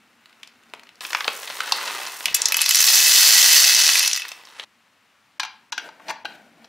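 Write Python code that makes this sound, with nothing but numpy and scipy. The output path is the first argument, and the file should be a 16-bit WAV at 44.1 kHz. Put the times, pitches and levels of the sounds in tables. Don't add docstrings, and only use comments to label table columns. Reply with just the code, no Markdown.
import sys
import numpy as np
from scipy import signal
from scipy.fft import rfft, irfft, next_fast_len
from scipy.io import wavfile
from scipy.ndimage import uniform_filter1d, minimum_filter1d, map_coordinates

SR = 44100
rng = np.random.default_rng(int(sys.argv[2]) if len(sys.argv) > 2 else 0)


def generate_wav(sig):
    pcm = np.round(np.clip(np.atleast_2d(sig).T, -1, 1) * 32767).astype(np.int16)
    wavfile.write(sys.argv[1], SR, pcm)


def boost_factor(decibels):
    exponent = np.asarray(decibels, float) / 20
    return 10 ** exponent


N = 294588
TIME = np.arange(N) / SR


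def unit(x):
    return x / np.sqrt(np.mean(x ** 2) + 1e-20)


def along(points, hz):
    f, v = np.transpose(points)
    return np.interp(np.log(hz + 1), np.log(f + 1), v)


def curves(*tables):
    out = np.full((len(tables[0][0]) - 1, N), -120.)
    for rows in tables:
        s, *cols = np.transpose(rows)
        inside = (TIME >= s[0]) & (TIME <= s[-1])
        out[:, inside] = [np.interp(TIME[inside], s, c) for c in cols]
    return out


def filtered(x, response):
    m = next_fast_len(x.shape[-1] + 4096)
    spectrum = rfft(x, m) * response(np.fft.rfftfreq(m, 1 / SR))
    return irfft(spectrum, m)[..., :x.shape[-1]]


def body(modes, scatter_db):
    c, w, db = np.reshape(modes, (-1, 3, 1)).transpose(1, 0, 2)
    gain = boost_factor(db + scatter_db * rng.standard_normal(c.shape)) * rng.choice([-1, 1], c.shape)
    c = c + 0.12 * w * rng.standard_normal(c.shape)
    return lambda f: 1 + np.sum(gain * 1j * f * w / (c * c - f * f + 1j * f * w), axis=0)


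def burst(t60, crack_db, size):
    t = np.arange(size) / SR
    decay = boost_factor(-60 * t / t60) + boost_factor(crack_db - 60 * t / 0.0059)
    z = rfft(rng.standard_normal((2, size)) * decay)
    even = z / np.sqrt(uniform_filter1d(np.abs(z) ** 2, size=size // 70) + 1e-9)
    return irfft(even) * (t < .75 * t[-1])


def drift():
    drift_db, drifts_per_s = 4, 5
    knots = rng.standard_normal(int(N * drifts_per_s / SR) + 4)
    return boost_factor(drift_db * map_coordinates(knots, [TIME * drifts_per_s]))


def grains(rate, spread_db, t60, spectrum, modes=[], count=3, own=list):
    out = 0
    for _ in range(count):
        draw = rng.random((2, N))
        size_db = np.minimum(-spread_db * np.log(draw[1] + 1e-9), 4 * spread_db)
        sizes = (draw[0] < rate / SR / count) * boost_factor(size_db)
        angles = np.array([np.ones(N), rng.standard_normal(N)])
        pair = drift() * sizes * angles
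        tap = filtered(burst(t60, crack_db=0.0, size=4200)[:1], body(modes + own(), scatter_db=2.0))
        out = out + signal.oaconvolve(pair, tap, axes=1)[:, :N]
    out = filtered(out, lambda hz: boost_factor(along(spectrum, hz)))
    power = uniform_filter1d(out[0] ** 2, SR // 3)
    return out / np.sqrt(np.abs(power) + 1e-12)


def contacts(events, t60, modes, ring_db, scatter_db, low_hz, top_hz, crack_db, favour_db, broad_db):
    favour_octaves = 0.23
    out = np.zeros((2, N + SR))
    edges = [(low_hz, 1200), (1200, 3500), (3500, 7000), (7000, top_hz)]
    bands = [signal.butter(2, e, "bandpass", fs=SR, output="sos") for e in edges]
    for s, db, thud_db, edge_db, sparkle_db, hz in events:
        blow = burst(np.clip(t60, .003, .06), crack_db, size=6000)
        struck = []
        for c, w, g in modes:
            nearness = np.exp(-(np.log2(c / hz) / favour_octaves) ** 2)
            struck.append((c, w, g + ring_db + favour_db * nearness))
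        ring = filtered(blow, body(struck + [(hz, 0.34 * hz, broad_db)], scatter_db))
        for sos, level_db, sign in zip(bands, (thud_db, 0, edge_db, sparkle_db), (1, -1, 1, -1)):
            part = sign * signal.sosfilt(sos, ring)
            peak = np.sqrt(uniform_filter1d(part[0] ** 2, size=150).max())
            out[:, round(s * SR):][:, :part.shape[1]] += boost_factor(db + level_db - 7.5) * part / peak
    return out[:, :N]


def touched(events, sparkle_db, per_hardness):
    return [(s, db, thud, edge, sparkle_db + per_hardness * edge, hz) for s, db, thud, edge, hz in events]


def strokes(rows):
    lines = [[(s, db), (s + length, db + swell_db)] for s, length, db, swell_db in rows]
    return uniform_filter1d(boost_factor(curves(*lines)[0]), size=260)


# frequency in Hz, level in dB per Hz.
AIR_COLOUR = [(15, -72.5), (25, -43.5), (53, -35.5), (73, -20), (106, -13), (167, -15.5), (207, -10),
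              (383, -17), (1120, -9.5), (2850, -12), (3350, -16.5), (3630, -16.5), (15000, -33.5)]
# time in seconds, level in dB.
HUM_SWELLS = [
    (0, -68),
    (.724, -65.5),
    (4.652, -75),
    (5.75, -70.5),
    (6.55, -60),
]


def air():
    hiss = unit(filtered(rng.standard_normal((2, N)), lambda hz: boost_factor(along(AIR_COLOUR, hz))))
    low = unit(filtered(rng.standard_normal((2, N)), lambda f: 40 * f / np.abs(235 ** 2 - f * f + 40j * f)))
    swell_db_per_s = 21
    hum_db = np.max([db - swell_db_per_s * np.abs(TIME - s) for s, db in HUM_SWELLS], axis=0)
    return boost_factor(-61.5) * hiss + boost_factor(hum_db + 2.0) * low


# start in seconds, length in seconds, level in dB, swell in dB.
HAND_STROKES = [
    (0, 0.58, -64, 9.1),
    (.45, .55, -60.5, 3.2),
]
# frequency in Hz, level in dB per Hz.
SKIN_COLOUR = [(180, -47), (300, -9), (438, -10), (1180, -7), (1500, -4), (1620, -3.5), (4180, -14.5),
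               (13000, -26)]
# time in seconds, peak in dB, thud over knock in dB (weight),
# edge over knock in dB (hardness).
LIFT_TICKS = [(0.2576, -37, -24, -7), (0.2952, -49, -9, -2), (0.328, -45, -14, -6),
              (0.4315, -27.5, -23, -6.5), (0.4742, -44.5, -5, 8), (0.635, -49, -13, -1), (0.699, -54, 1, 4),
              (0.7365, -23.5, -2, -10.5), (0.7487, -43, -2, -4), (0.795, -33.5, -21, -11),
              (0.834, -36.5, -11, -8), (0.87, -40, -22, -13), (0.891, -33, -25, -13), (0.956, -51, -8, 7)]
# frequency in Hz, width in Hz, level in dB.
FOIL_MODES = [(895, 230, 1.9), (1200, 5000, 0.62), (2620, 130, 2.5), (4200, 760, 5.4), (5580, 1153, 1.5)]
# as the ticks, then pitch in Hz.
RIM_KNOCKS = [(5.3975, -14.5, -8, -4.5, 910), (5.4015, -24, -8, 6.5, 4040), (5.4322, -17, -7, -6.5, 2700),
              (5.4500, -25, -4, -4.5, 2700), (5.7215, -27, -7.5, 3.5, 893), (5.7255, -20.5, -3, -2, 5760),
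              (5.7785, -14, -14, -11.5, 1610), (5.7952, -29, -16, -23, 1500),
              (5.8888, -39.5, 8.5, -0.5, 890), (5.9974, -44.5, 6.5, -24, 923), (6.0826, -28, 0, -2.5, 910),
              (6.0882, -27, 1, -5.5, 900), (6.095, -28.5, -3, 2, 890), (6.103, -18, 0, -11.5, 970),
              (6.2475, -34.5, 11.5, -4, 820), (6.2535, -17, -10, -16.5, 1680),
              (6.3215, -43, -14, -16, 1600), (6.6443, -43, 0, 2, 1720)]
# frequency in Hz, width in Hz, level in dB.
LID_MODES = [(305, 32, 38), (885, 93, 13.8), (1450, 92, 9), (1610, 74, 13.7), (2410, 170, 12.3),
             (2780, 100, 9.7), (3110, 280, 6.9), (4020, 220, 9.5), (4820, 170, 8.5), (5850, 330, 8.9),
             (6970, 100, 2.5)]
# start in seconds, length in seconds, level in dB, swell in dB.
RIM_RUBS = [
    (5.8, 0.084, -49, 5),
    (5.9, 0.094, -59.5, 0),
    (5.995, 0.079, -55, 7),
    (6.066, 0.049, -47, 17.5),
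    (6.27, 0.095, -50.5, 4),
    (6.36, 0.21, -54, -10.5),
    (6.55, 0.11, -62, 8.5),
]
# frequency in Hz, level in dB per Hz.
RUB_COLOUR = [(88, -55), (150, -16), (289, -11), (620, -6), (900, -6), (1200, -20.5), (1510, -8),
              (4120, -22.5), (15000, -35.5)]


def lid():
    hand = boost_factor(-2.0) * strokes(HAND_STROKES) * grains(2300, 3.2, 0.0155, SKIN_COLOUR)
    rub = boost_factor(0.2) * strokes(RIM_RUBS) * grains(1700, 1.3, 0.047, RUB_COLOUR)
    lifted = touched([(*row, 2700) for row in LIFT_TICKS], sparkle_db=-9, per_hardness=0.74)
    ticks = contacts(lifted, 0.015, FOIL_MODES, ring_db=-5.0, scatter_db=5.0, low_hz=330, top_hz=12900,
                     crack_db=-9.0, favour_db=-1.0, broad_db=7.5)
    seated = touched(RIM_KNOCKS, sparkle_db=-18, per_hardness=0.35)
    knocks = contacts(seated, 0.03, LID_MODES, ring_db=1, scatter_db=2.0, low_hz=710, top_hz=13800,
                      crack_db=-10.5, favour_db=5.0, broad_db=-12)
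    return hand + rub + ticks + knocks


CUTS = [
    0,
    1.0075,
    4.647,
    6.68,
]
# time in seconds, level in dB.
TIPPING = [(1.008, -35), (1.056, -37.5), (1.188, -41.5), (1.54, -37.5), (1.86, -29), (2.066, -34),
           (2.302, -42), (2.4, -34.5), (2.6, -35)]
# time in seconds, level in dB.
SETTLING = [(4.2, -48), (4.26, -45), (4.314, -47), (4.454, -51), (4.608, -44), (4.642, -42)]
# time in seconds, peak in dB, thud over knock in dB,
# edge over knock in dB, pitch in Hz.
TIPPING_SNAPS = [(1.0071, -29.5, -12, 4, 1500), (1.05, -17, -28, -17, 3080), (1.106, -26, -10, -1, 3960),
                 (1.1311, -11.5, -16, -8, 2320), (1.1484, -5.5, -18, -13, 2450),
                 (1.2063, -13.5, -17, -11.5, 2390), (1.244, -16, -17, -11, 4000),
                 (1.2506, -27.5, 3.5, -12, 1500), (1.279, -7, -8, -11, 2430), (1.3164, -46, -16, -6, 2130),
                 (1.378, -35.5, -23, -8, 1450), (1.4314, -23, -12, -8, 1440), (1.477, -24.5, -15, -2, 2300),
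                 (1.5004, -22, -2.5, -6, 3960), (1.5064, -23, -10, -7, 1650), (1.5234, -31, -3, -12, 1410),
                 (1.6051, -10, -20, -7, 1440), (1.6768, -23.5, -3, -5, 1370), (1.7216, -10.5, -1, 5, 1140),
                 (1.7574, -29, 0, -21, 1880), (1.7836, -25, -1, -13, 1370), (1.8118, -20, -8, -24, 1980),
                 (1.9994, -27, 1, -7, 1020), (2.0652, -30, -6, 7, 6140), (2.0813, -26, -6, -14, 1150),
                 (2.1274, -49, -16, -4, 2070), (2.1724, -42, -9, 3, 1110)]
RIGHTING_SNAPS = [(4.2513, -19, -15, -32, 1780), (4.3171, -26.5, -6, 1, 1610), (4.414, -41, -22, -11, 2610),
                  (4.4522, -41.5, -22, 6, 5520), (4.5968, -19, -9.5, -10, 3230),
                  (4.637, -30.5, -18, -9, 3250)]
# frequency in Hz, level in dB per Hz.
RUSTLE_COLOUR = [(35, -75.5), (60, -51), (301, -13), (1070, -1.5), (1650, -2), (2010, -1), (2240, -5.5),
                 (2780, -3.5), (11000, -21), (14300, -51.5), (22000, -120)]
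# frequency in Hz, level in dB per Hz.
CRACKLE_COLOUR = [(3240, -25), (5500, -4.5), (9360, -8), (10500, -8), (14700, -11), (16000, -10.5)]


def bag():
    shift_db, = curves(TIPPING, SETTLING)
    rustle = boost_factor(shift_db - 2.0) * grains(900, 2.1, 0.016, RUSTLE_COLOUR, count=10)
    tumble = boost_factor(shift_db - 6.0) * grains(150, 4.5, 0.012, RUSTLE_COLOUR, FOIL_MODES, count=5)
    grip_db, attack_s, let_go_s, let_go_db_per_s = -39.5, 0.015, 4.02, -37
    attack = np.clip((TIME - CUTS[1]) / attack_s, 0, 1)
    grip = attack * boost_factor(grip_db + let_go_db_per_s * np.maximum(TIME - let_go_s, 0))
    creasing = boost_factor(0.25 * (shift_db - grip_db) - 2.5)
    crackle = grip * creasing * grains(1900, 4.4, 0.013, CRACKLE_COLOUR)
    creases = touched(TIPPING_SNAPS + RIGHTING_SNAPS, sparkle_db=-15.5, per_hardness=1)
    snaps = contacts(creases, 0.022, FOIL_MODES, ring_db=-3, scatter_db=8.0, low_hz=446, top_hz=15600,
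                     crack_db=1.0, favour_db=0.5, broad_db=7.0)
    return rustle + tumble + crackle + snaps


# time in seconds, peak in dB, edge
# over knock in dB (hardness), sparkle over knock in dB (smallness), pitch in Hz.
SINGLE_BEANS = [(2.2565, -8.5, 1, -6, 2620), (2.2822, -14, -50, -24, 2620), (2.3436, -21.5, 14.5, 0.5, 4840),
                (2.3458, -15.5, 9.5, 17, 7520), (2.3662, -22, -1, 4, 2610), (2.4182, -22.5, 16, 9, 7550),
                (2.4563, -24, 23.5, 8.5, 6100), (2.4667, -34.5, 14, -12, 5450), (2.485, -22.5, 8, 6, 5620),
                (2.5216, -8.5, -4.5, -1, 2620), (2.5435, -12, 4.5, -14, 4000), (2.5682, -14, -10.5, 8.5, 5760),
                (2.5899, -10.5, -12.5, -13, 3590), (2.6044, -16.5, -6, -5, 3590), (2.6099, -14.5, 0.5, -7.5, 6350),
                (2.6157, -12.5, 9, 6.5, 7480), (2.6288, -15.5, -6.5, -7, 3440), (2.6607, -9, -1.5, -6, 5470),
                (2.6831, -13.5, -5, -7, 5470), (2.6913, -12.5, 5, 6.5, 5420), (2.7067, -20, -5, 1, 4790),
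                (2.7091, -8.5, 1, 2, 7540), (2.7467, -8, 6.5, 2, 5480), (2.7554, -14, 1, 9, 5380),
                (2.7696, -15, 5.5, -1.5, 5740), (2.7918, -13.5, 4, 0.5, 5060), (2.8034, -11.5, 2, -0.5, 5150),
                (2.8253, -20, -4.5, 11.5, 5100), (2.8751, -17.5, -3.5, -11.5, 5730), (2.8834, -12, -2, -6, 5750),
                (2.9024, -12.5, 2, -8, 5080), (2.9725, -28.5, 1, -1, 5060),
                (3.8905, -5, -18, -5.5, 5180), (3.9541, -6, -5, -6, 2540), (3.9924, -17, 1, 5.5, 7410),
              (4.0048, -13, -2, -25, 5620), (4.0292, -15, 2, -2, 5880), (4.0404, -12.5, -13, -6.5, 3000),
              (4.0607, -15, -1, -1, 5180), (4.0766, -16.5, 10, 2, 5900), (4.1132, -16, 0.5, -6, 3060),
              (4.1314, -18, 10, 2, 6290), (4.145, -22.5, 8, -13, 6030), (4.153, -20, 1, -4, 5130),
              (4.1616, -18.5, 5.5, -1, 5900), (4.1737, -18, -4, -1.5, 2630), (4.197, -22, -10, -4, 2700),
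              (4.2193, -20, -4, -20, 2620), (4.2604, -41, -15, -13, 2710), (4.2816, -35.5, 2.5, 0, 5890),
              (4.289, -34, 7, -0.5, 5980),
                (2.3475, -16.5, -14, -19, 2605),
    (3.993, -20.5, 5, 8.5, 5260),
    (4.283, -45, 4, 15, 7900),
]
# time in seconds, flow in dB.
POUR = [
    (2.56, -33),
    (2.745, -23),
    (2.869, -18),
    (3.041, -17),
    (3.317, -16),
    (3.571, -15.5),
    (3.97, -20),
    (4.06, -23.5),
    (4.24, -48.5),
]
# frequency in Hz, width in Hz, level in dB.
HOPPER_MODES = [(880, 65, -4.5), (1960, 120, 6), (2605, 32.5, 16), (2966, 98, 9), (3424, 150, 4),
                (4080, 77, 4.5), (4500, 150, -7), (5150, 130, 8), (5756, 97, 9), (6195, 280, 5.5),
                (7420, 70, 6.5), (9660, 220, 3), (11500, 1700, 13)]
# frequency in Hz, level in dB per Hz.
WALL_COLOUR = [(30, -58), (100, -46.5), (888, -16), (1220, -14.5), (1960, -8), (2280, -10.5), (2550, -10),
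               (4740, -3.5), (6300, -5), (9000, -14.5), (11700, -21), (19800, -120)]
# frequency in Hz, level in dB per Hz.
CLICK_COLOUR = [(4120, -45), (7000, -6.5), (7320, -4), (8640, -12), (14700, -8), (16000, -11.5)]


def bean():
    return [(5560 * np.exp(0.25 * rng.standard_normal()), 700, 6)]


def beans():
    flow_db, = curves(POUR)
    thin_db = flow_db - flow_db.max()
    impacts_per_s, denser = 2600, 0.49
    rate = np.clip(impacts_per_s * boost_factor(denser * thin_db), 150, 9000)
    heap = [(c, 1.2 * w, db - 3) for c, w, db in HOPPER_MODES]
    wall = boost_factor(flow_db + 2.5) * grains(rate, 3.1, 0.0035, WALL_COLOUR, heap, count=20, own=bean)
    fill_db_per_s = -5.5
    click_db = flow_db - 2 + thin_db + fill_db_per_s * (TIME - POUR[0][0])
    click = boost_factor(click_db + 4.0) * grains(1.3 * rate, 3.6, 0.0092, CLICK_COLOUR, count=6)
    thud_db, soft_thud = -35, .4
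    single = []
    for s, db, edge, sparkle, hz in SINGLE_BEANS:
        single.append((s, db, thud_db - soft_thud * edge, edge, sparkle, hz))
    drops = contacts(single, 0.019, HOPPER_MODES, ring_db=-4, scatter_db=5.0, low_hz=490, top_hz=16200,
                     crack_db=-1.0, favour_db=3, broad_db=8.5)
    return wall + click + drops


# frequency in Hz, time to fall 60 dB in seconds.
ROOM_DECAY = [(200, 0.57), (1500, 0.44), (5000, 0.35), (9000, 0.1), (14000, 0.081)]
WET_DB = [-11.5, -10.5, -11]


def room(x):
    out, step = np.zeros((2, N)), SR // 4
    for start, end, wet_db in zip(CUTS, CUTS[1:], WET_DB):
        start, end = round(start * SR), min(round(end * SR), N)
        for k in range(start, end, step):
            hz, t, z = signal.stft(rng.standard_normal((2, SR // 2)), SR, nperseg=256)
            decay = boost_factor(-60 * t / along(ROOM_DECAY, hz)[:, None])
            tail = signal.istft(z * decay, SR, nperseg=256)[1]
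            tail = np.pad(tail / np.linalg.norm(tail[0]), ((0, 0), (round(.004 * SR), 0)))
            wet = signal.fftconvolve(x[None, k:min(k + step, end)], tail, axes=1)[:, :end - k]
            out[:, k:k + wet.shape[1]] += boost_factor(wet_db) * wet
    return out


# frequency in Hz, side minus mid in dB.
PORT_SPREAD = [(60, -27), (99, -30.5), (160, -24.5), (270, -25.5), (450, -25), (740, -15.5), (1220, -18),
               (2010, -22), (3330, -13), (5500, -13), (9080, -4), (15000, -4)]
PAN_DB = [-2, -2.85, -1]
# frequency in Hz, left minus right in dB.
PORT_TILT = [(60, 0), (240, 3), (950, 3.5), (3770, 3.5), (15000, 1)]


def scene():
    cover, foil, stream = lid(), bag() * (TIME < CUTS[2]), beans()
    near = stream + foil + cover
    mid, side = near + room(near[0]) + air()
    side = filtered(side, lambda hz: boost_factor(along(PORT_SPREAD, hz) - 1.3))
    pan = np.array(PAN_DB)[np.searchsorted(CUTS[1:-1], TIME)] / 2
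    pair = np.array([mid + side, mid - side]) * boost_factor([pan, -pan])
    return filtered(pair, lambda hz: boost_factor([along(PORT_TILT, hz) / 2, -along(PORT_TILT, hz) / 2]))


def roll_off(x):
    return signal.sosfilt(signal.butter(12, 16980, fs=SR, output="sos"), x)


# start in seconds, length in seconds, above Hz.
HUSH = [
    (2.334, .008, 5500),
    (5.385, .010, 600),
    (5.706, .012, 2200),
    (6.238, .011, 3500),
]


def record(dry):
    top_hz, top_db = [15650, 15950, 16700, 17000], [0, -36.5, -42.5, -120]
    x = filtered(dry, lambda hz: boost_factor(np.interp(hz, top_hz, top_db)))
    for s, length, hz in HUSH:
        hush = uniform_filter1d(1. * (np.abs(TIME - s - length / 2) < length / 2), size=90)
        x = x - 0.9 * hush * filtered(x, lambda f: f > hz)
    need = np.minimum(1, 1 / (np.abs(x).max(axis=0) + 1e-9))
    gain = uniform_filter1d(minimum_filter1d(need, size=129), size=129)
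    return roll_off(x * gain)


dry = scene()
out = record(dry)
generate_wav(out)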